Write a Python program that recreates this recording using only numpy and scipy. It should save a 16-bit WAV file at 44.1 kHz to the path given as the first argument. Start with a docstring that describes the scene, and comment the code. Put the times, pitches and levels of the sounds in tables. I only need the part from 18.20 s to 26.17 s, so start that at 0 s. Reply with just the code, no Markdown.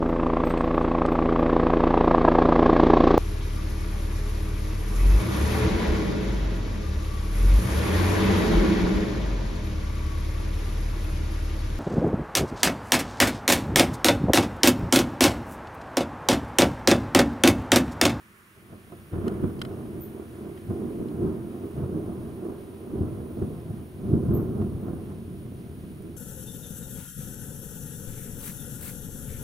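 """Summer night, quiet street, small hand-held camera. From the start thunder rolls (random shocks with
echoes, under peals and booms) over hiss, a far car's fading tyre roar (shaped noise) and bush crickets
(throbbing noise band). From 0.5 s claps crack (single echoed shocks); from 0.9 s the top treble swells
(noise). From 1.1 s the camera body ticks in the hand (noise snaps with ringing); at 1.8 s and 6.1 s
high falling squeaks, likely a bat (sine sweeps), echo off the houses."""
import sys
import numpy as np
from scipy import signal
from scipy.fft import rfft, irfft, next_fast_len
from scipy.io import wavfile
from scipy.ndimage import uniform_filter1d

SR = 44100
rng = np.random.default_rng(int(sys.argv[2]) if len(sys.argv) > 2 else 0)


def wav_out(sig):
    """Save sig, one row per channel (or a flat mono array), as 16-bit PCM at SR to the path in sys.argv[1]."""
    wavfile.write(sys.argv[1], SR, np.round(np.clip(np.atleast_2d(sig).T, -1, 1) * 32767).astype(np.int16))


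N = 351291
TIME_S = np.arange(N) / SR
COARSE_S = np.arange(0, N, 64) / SR
FFT_LEN = next_fast_len(N + SR)
FFT_HZ = np.fft.rfftfreq(FFT_LEN, 1 / SR)


def gain_of(db):
    """Amplitude factor of a level in dB."""
    return 10 ** (np.asarray(db) / 20)


def evened(x):
    """x at rms 1."""
    return x / np.sqrt(np.mean(x ** 2) + 1e-20)


def read(points, hz):
    """Table value at hz, interpolated on a log-frequency axis."""
    point_hz, value = np.transpose(points)
    return np.interp(np.log(hz + 1), np.log(point_hz + 1), value)


def along(points):
    """Time curve of a two-column table, one value a sample."""
    point_s, value = np.transpose(points)
    return np.interp(TIME_S, point_s, value)


def add(mix, start_s, sound):
    """Adds sound into mix in place, cut at the end."""
    part = mix[round(start_s * SR):][:len(sound)]
    part += sound[:len(part)]


def coloured(x, points):
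    """x filtered by a spectrum table, at rms 1."""
    spectrum = rfft(x, FFT_LEN) * gain_of(read(points, FFT_HZ))
    return evened(irfft(spectrum, FFT_LEN)[:N])


def drift(top_hz):
    """Slow chance up to top_hz: 30 sines of random phase, rms 1."""
    rates_hz = top_hz * np.geomspace(.05, 1, 30)
    slow = sum(np.sin(2 * np.pi * (hz * COARSE_S + rng.random())) for hz in rates_hz)
    return np.interp(TIME_S, COARSE_S, evened(slow))


def tail(t60_s):
    """Echoes off many surfaces: dying noise of energy 1."""
    t = np.arange(SR // 2) / SR
    echoes = rng.standard_normal(len(t)) * gain_of(-60 * t / t60_s)
    return echoes / np.linalg.norm(echoes)


def scatter(x, t60_s):
    """x as the surroundings return it: convolved with an echo tail."""
    return signal.oaconvolve(x, tail(t60_s))[:N]


# microphone ports: (frequency [Hz], left-right likeness [0-1])
PORT_LIKENESS = [(40, 1), (80, 0.93), (160, .9), (300, 0.95), (700, 0.62), (1300, 0.18), (3300, 0.28),
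                 (5500, 0.69), (9000, 1), (15000, 1)]
# (frequency [Hz], lead of the left port [rad])
PORT_LEAD = [(60, 0), (260, -.5), (780, -.2), (1460, .7), (1890, 2.3), (3790, .8), (5860, 0), (16000, 0)]
# (frequency [Hz], left minus right [dB])
PORT_TILT = [(60, 2), (150, 0.5), (380, -3.5), (950, -4.5), (2380, -1), (5980, 0), (15000, -0.5)]


def ports(x, other):
    """Two close ports: a shared part with lead and tilt, plus a part of its own on the right."""
    likeness = np.clip(read(PORT_LIKENESS, FFT_HZ), 0, 1)
    half_tilt = gain_of(read(PORT_TILT, FFT_HZ) / 2)
    left, own = rfft(x, FFT_LEN), rfft(other, FFT_LEN)
    shared = likeness * left * np.exp(-1j * read(PORT_LEAD, FFT_HZ))
    right = shared + np.sqrt(1 - likeness ** 2) * own
    return irfft(np.array([left * half_tilt, right / half_tilt]), FFT_LEN)[:, :N]


# peals, each a branch of the channel: (arrival [s], middle-shock level [dB], long far shocks re middle [dB],
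# short near shocks re middle [dB], time to rise 10 dB [s], fade [dB/s])
PEALS = [(0.0, -63.5, 4.2, -6, 0.052, 7.0), (0.358, -59.5, 4.6, -5.7, 0.01, 0.0),
         (0.934, -34, 3.5, -10, 0.011, 17.0), (1.484, -40.5, -3.1, -10.9, 0.25, 22.4),
         (2.515, -33.7, -10.2, -15.2, 0.027, 14.2), (3.584, -38.6, -3.0, -12.9, 0.049, 7.3),
         (4.775, -36.6, -4.8, -12.3, 0.193, 14.0), (5.867, -47.5, 13.3, -3.6, 0.104, 14.7),
         (6.74, -44.5, 6.2, -13.4, 0.25, 3.0)]
# lumps of shocks arriving together: (peak time [s], middle-shock level [dB], long shocks re middle [dB],
# short shocks re middle [dB], time to rise 10 dB [s])
BOOMS = [(0.532, -49.6, 4.8, -2.6, 0.038), (0.738, -47.7, -1.2, -6.3, 0.042),
         (0.808, -67.5, 17.3, 8.2, 0.16), (1.036, -47.6, 17.6, -13.4, 0.026),
         (1.077, -29.5, -18.7, -11.8, 0.063), (1.241, -25.2, 1.3, -18.4, 0.023),
         (1.512, -36.4, -10.0, -10.5, 0.021), (1.742, -40.0, -0.1, -15.8, 0.149),
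         (1.983, -37.3, -15.6, -12.0, 0.052), (2.257, -38.0, -3.9, -13.4, 0.129),
         (2.501, -38.4, 10.0, -9.7, 0.029), (2.65, -37.4, 0.1, -20.5, 0.16),
         (2.81, -29.5, -3.5, -25.0, 0.049), (3.039, -24.5, -4.4, -25.0, 0.055),
         (3.062, -32.8, 1.5, -12.6, 0.16), (3.352, -36.7, -7.5, -13.6, 0.059),
         (3.449, -33.1, -4.9, -13.4, 0.04), (3.585, -38.0, 7.8, -7.4, 0.036),
         (3.637, -35.1, 9.2, -10.3, 0.022), (3.757, -29.9, -2.8, -18.7, 0.074),
         (3.886, -37.0, 1.9, -9.0, 0.045), (4.01, -42.1, 5.5, -10.7, 0.12),
         (4.262, -32.0, -12.0, -16.0, 0.022), (4.3, -37.0, -8.0, -12.0, 0.13),
         (4.738, -31.5, -4.0, -22.0, 0.025), (4.809, -30.1, 5.7, -25.0, 0.038),
         (4.914, -43.4, 9.5, -21.2, 0.104), (5.225, -29.3, 2.2, -18.5, 0.057),
         (5.351, -56.4, 21.1, 5.1, 0.062), (5.504, -46.4, 14.4, -6.5, 0.058),
         (5.59, -42.0, 4.8, -13.9, 0.046), (5.763, -59.2, 22.8, 1.3, 0.012),
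         (5.94, -24.4, 4.1, -22.4, 0.06), (6.1, -45.8, 24.2, -24.1, 0.043),
         (6.155, -27.3, 1.9, -16.2, 0.135), (6.305, -28.7, -8.0, -25.0, 0.017),
         (6.414, -30.7, 5.0, -14.7, 0.072), (6.556, -46.3, 16.0, -9.7, 0.032),
         (6.685, -35.1, 1.0, -12.0, 0.104), (6.914, -55.3, 13.7, 4.5, 0.025),
         (7.881, -41.4, -10.6, -25.0, 0.06)]
LINGER = 1.3  # boom fall time / rise time


def arrivals():
    """Gains of the long, middle and short shocks: peals and booms add up in power."""
    booms = [(*boom, 10 / (LINGER * boom[-1])) for boom in BOOMS]
    power = 0
    for s, level_db, long_db, short_db, rise_s, fade_db_per_s in list(PEALS) + booms:
        slope_db_per_s = np.where(COARSE_S < s, 10 / rise_s, -fade_db_per_s)
        shape_db = slope_db_per_s * (COARSE_S - s)
        bands_db = np.array([[long_db], [0], [short_db]])
        power = power + gain_of(level_db + shape_db + bands_db) ** 2
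    return [np.interp(TIME_S, COARSE_S, np.sqrt(p)) for p in power]


def steadied(x, share=0.52):
    """Takes a share of the slow chance swells out, so that peals and booms set them."""
    local_power = abs(uniform_filter1d(x[0] ** 2, 1500))
    return evened(x / (local_power + 0.077) ** (share / 2))


# after air, ground and walls: (frequency [Hz], relative spectral level [dB])
THUNDER_SPECTRUM = [(12, -69), (20, -16), (49, -15), (85, -0.5), (152, -4), (198, 0), (262, -5.5),
                    (339, -0.5), (534, -18.5), (692, -20), (859, -30), (1040, -28.5), (1380, -32),
                    (1910, -49.5), (3500, -59), (4550, -80), (7700, -120)]
# the nearest kinks' crackle: (time [s], gain on short-shock treble [dB])
NEARNESS = [(0, 4), (.9, 8), (.95, 7), (1.3, 8.), (1.5, -3), (7.97, -2.)]
LONG_BELOW_HZ, SHORT_ABOVE_HZ, CRACKLE_ABOVE_HZ = 220, 520, 1400
SHOCKS_PER_S = 900  # mean rate


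def thunder(directions=10):
    """Every kink of the channel sends one shock; they arrive scattered, a few large, and echo on."""
    long_gain, middle_gain, short_gain = arrivals()
    sign = rng.choice([-1., 1.], N)
    size = gain_of(2.5 * np.minimum(rng.exponential(1, N), 5)) * sign
    shocks = size * (rng.random(N) < SHOCKS_PER_S / SR)
    direction = rng.integers(0, directions, N)
    spectrum = np.zeros((2, len(FFT_HZ)), complex)
    for k in range(directions):  # own echoes per direction and port
        echoes = np.array([tail(0.071) + gain_of(-5) * tail(0.33) for port in range(2)])
        spectrum += rfft(shocks * (direction == k), FFT_LEN) * rfft(echoes, FFT_LEN)
    spectrum *= gain_of(read(THUNDER_SPECTRUM, FFT_HZ))

    low = 1 / (1 + (FFT_HZ / LONG_BELOW_HZ) ** 10)
    high = 1 / (1 + (SHORT_ABOVE_HZ / (FFT_HZ + 1)) ** 10)
    bands = [irfft(spectrum * share, FFT_LEN)[:, :N] for share in (low, 1 - low - high, high)]
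    long, middle, short = (steadied(evened(band)) for band in bands)

    highpass = signal.butter(2, CRACKLE_ABOVE_HZ, "high", fs=SR, output="sos")
    crackle = signal.sosfilt(highpass, short)
    short = short + (gain_of(along(NEARNESS)) - 1) * crackle
    return ports(*(long_gain * long + middle_gain * middle + short_gain * short))


# shared by hiss and crickets: (time [s], level offset [dB])
HISS_RISE = [(0, -4), (1., 2.2), (4., 1.9), (7.97, 1.6)]
# air and microphone hiss: (frequency [Hz], relative spectral level [dB])
HISS_SPECTRUM = [(880, -20), (1500, -1), (2100, -3), (3130, -4.5), (4810, -11.5), (6330, -14), (7900, -18),
                 (9500, -4.5), (12300, -13.5), (15600, -9.5)]
# tyre roar: (frequency [Hz], relative spectral level [dB])
CAR_SPECTRUM = [(600, -25), (1100, -1.5), (1600, -3.5), (2400, -6.5), (4000, -21.5)]
# (time [s], tyre roar level [dB])
CAR_FADE = [(0, -57), (.3, -58.5), (.6, -62), (2.5, -61.5), (7.97, -85)]
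HISS_DB = -61  # before HISS_RISE


def night():
    """Hiss of air and microphone and the fading tyre roar of a far car, as shaped noise."""
    hiss_gain = gain_of(along(HISS_RISE) + HISS_DB + 0.47 * drift(6))
    car_gain = gain_of(along(CAR_FADE))
    parts = []
    for part in range(2):
        hiss = coloured(rng.standard_normal(N), HISS_SPECTRUM)
        car = coloured(rng.standard_normal(N), CAR_SPECTRUM)
        parts.append(hiss_gain * hiss + car_gain * car)
    return ports(*parts)


# (frequency [Hz], relative spectral level [dB])
CRICKET_SPECTRUM = [(8100, -33.5), (8900, -11.5), (9500, -4), (10300, -17.5), (11800, -17.5)]
CRICKETS_DB = -70  # before HISS_RISE


def crickets():
    """Many wings rasp at once: a high noise band that throbs unevenly, nearly alike at both ports."""
    throb = gain_of(CRICKETS_DB + along(HISS_RISE) + 1.7 * drift(15))
    rasps = []
    for part in range(2):
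        grains = gain_of(2.0 * rng.exponential(1, N)) * rng.standard_normal(N)
        rasps.append(coloured(grains, CRICKET_SPECTRUM))
    alike, opposed = rasps
    return throb * (alike + gain_of(-11.5) * opposed * [[1], [-1]])


# single large kinks standing out of the roll: (time [s], peak level before the ports [dB])
CLAPS = [(0.528, -42), (0.721, -36.5), (0.928, -38), (1.24, -30), (3.438, -37), (3.583, -38), (3.835, -47),
         (4.252, -42), (5.223, -36), (6.416, -32), (6.678, -37)]


def claps():
    """One sharp shock with its first echoes, tilted brighter than the thunder spectrum."""
    out, size = np.zeros((2, N)), 2 ** 15
    hz = np.fft.rfftfreq(size, 1 / SR)
    colour = gain_of(read(THUNDER_SPECTRUM, hz) + 6. * np.log2(hz / 300 + .05))
    lead_in = 100  # samples kept ahead of the shock
    for s, peak_db in CLAPS:
        for part in out:
            echoed = irfft(rfft(tail(0.07), size) * colour)
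            clap = np.roll(echoed, lead_in)[:8000]
            add(part, s - lead_in / SR, gain_of(peak_db) * clap / abs(clap).max())
    return ports(*out)


# (swell centre [s], gain on rms-1 noise [dB])
SHIMMER = [(.85, -67), (1.3, -65), (3.45, -66), (5.12, -63), (5.68, -65), (6.29, -64), (6.65, -65)]


def shimmer():
    """The very top of the treble swells softly: noise under Gaussian bumps."""
    swell = sum(gain_of(db) * np.exp(-((TIME_S - s) / .07) ** 2) for s, db in SHIMMER)
    return swell * coloured(rng.standard_normal(N), [(13000, -47), (14800, -5), (15800, -11)])


# (time [s], relative level [dB], hump centre [Hz], treble shelf re hump [dB])
TICKS = [(1.0798, -35, 2800, 22), (1.392, -49, 4500, -25), (1.4159, -26, 3400, -15), (1.450, -36, 3000, -6),
         (2.375, -48.5, 2480, -30), (2.884, -51, 3500, -25), (7.822, -53, 12500, -15)]
# camera body modes: (frequency [Hz], relative level [dB], t60 [s])
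BODY_MODES = [(1460, 4, 0.011), (1800, -1, 0.014), (2110, -9, 0.022), (3100, -1.5, 0.016),
              (3400, -10, 0.017), (4220, -3.5, 0.011), (5100, 0, .006)]


def ticks():
    """A dry snap under the fingers rings the body and shakes the ports apart, mostly in the lows."""
    alike, opposed = np.zeros(N), np.zeros(N)
    t = np.arange(1024) / SR
    ring = sum(gain_of(db - 60 * t / t60_s) * np.sin(2 * np.pi * f * t) for f, db, t60_s in BODY_MODES)
    hz = np.fft.rfftfreq(2048, 1 / SR) + 1
    body = 1 + rfft(ring / np.linalg.norm(ring), 2048)
    alike_opposed = np.array([hz ** 0, 2200 / (hz + 300)])
    for s, level_db, centre_hz, treble_db in TICKS:
        snap = rng.standard_normal((2, 1024)) * t ** 2 * np.exp(-t / 0.0013)
        hump = gain_of(-6.5 * np.log2(hz / centre_hz) ** 2)
        treble = gain_of(treble_db) / (1 + (hz / 14000) ** 8)
        tick = irfft(rfft(snap, 2048) * body * (hump + treble) * alike_opposed)[:, :1500]
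        onset_rms = np.sqrt(np.mean(tick[0, :250] ** 2))
        tick = gain_of(level_db - 7.5) * tick / onset_rms
        add(alike, s - .001, tick[0])
        add(opposed, s - .001, tick[1])
    return np.array([alike - opposed, alike + opposed])


# (time [s], level before path gains [dB], start [Hz], end [Hz], length [s], fall exponent: higher flattens out)
SQUEAKS = [(1.799, -37, 15700, 12200, .0045, 0.95), (6.127, -39, 16000, 12370, 0.0052, 2.6)]
# direct path, then walls: (delay [s], path gain [dB])
WALLS = [(0, -18), (.0095, -0.5), (.020, 2), (.026, -9), (.033, -3), (.037, -4), (.051, -9)]


def squeaks():
    """A fast falling sine sweep; the walls return it louder than it comes direct."""
    out = np.zeros(N)
    for s, level_db, start_hz, end_hz, length_s, bend in SQUEAKS:
        u = np.arange(0, length_s, 1 / SR) / length_s
        hz = end_hz + (start_hz - end_hz) * (1 - u) ** bend
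        envelope = np.sin(np.pi * u ** 1.1) ** 0.88
        call = gain_of(level_db) * np.sin(2 * np.pi * np.cumsum(hz) / SR) * envelope
        for delay_s, path_db in WALLS:
            add(out, s + delay_s, gain_of(path_db) * call)
    squeak = out + gain_of(-3) * scatter(out, 0.27)
    return squeak + gain_of(-22) * scatter(squeak, .03) * [[1], [-1]]  # width: opposed at the ports


def scene():
    """Sum of all layers, left and right."""
    return thunder() + night() + crickets() + claps() + shimmer() + ticks() + squeaks()


EDGE_HZ = 15760


def record(dry):
    """Band limit: a steep linear-phase low-pass at EDGE_HZ."""
    lowpass = signal.firwin(1023, EDGE_HZ, window=("kaiser", 9), fs=SR)
    return signal.oaconvolve(dry, lowpass[None], "same")


dry = scene()
out = record(dry)
wav_out(out)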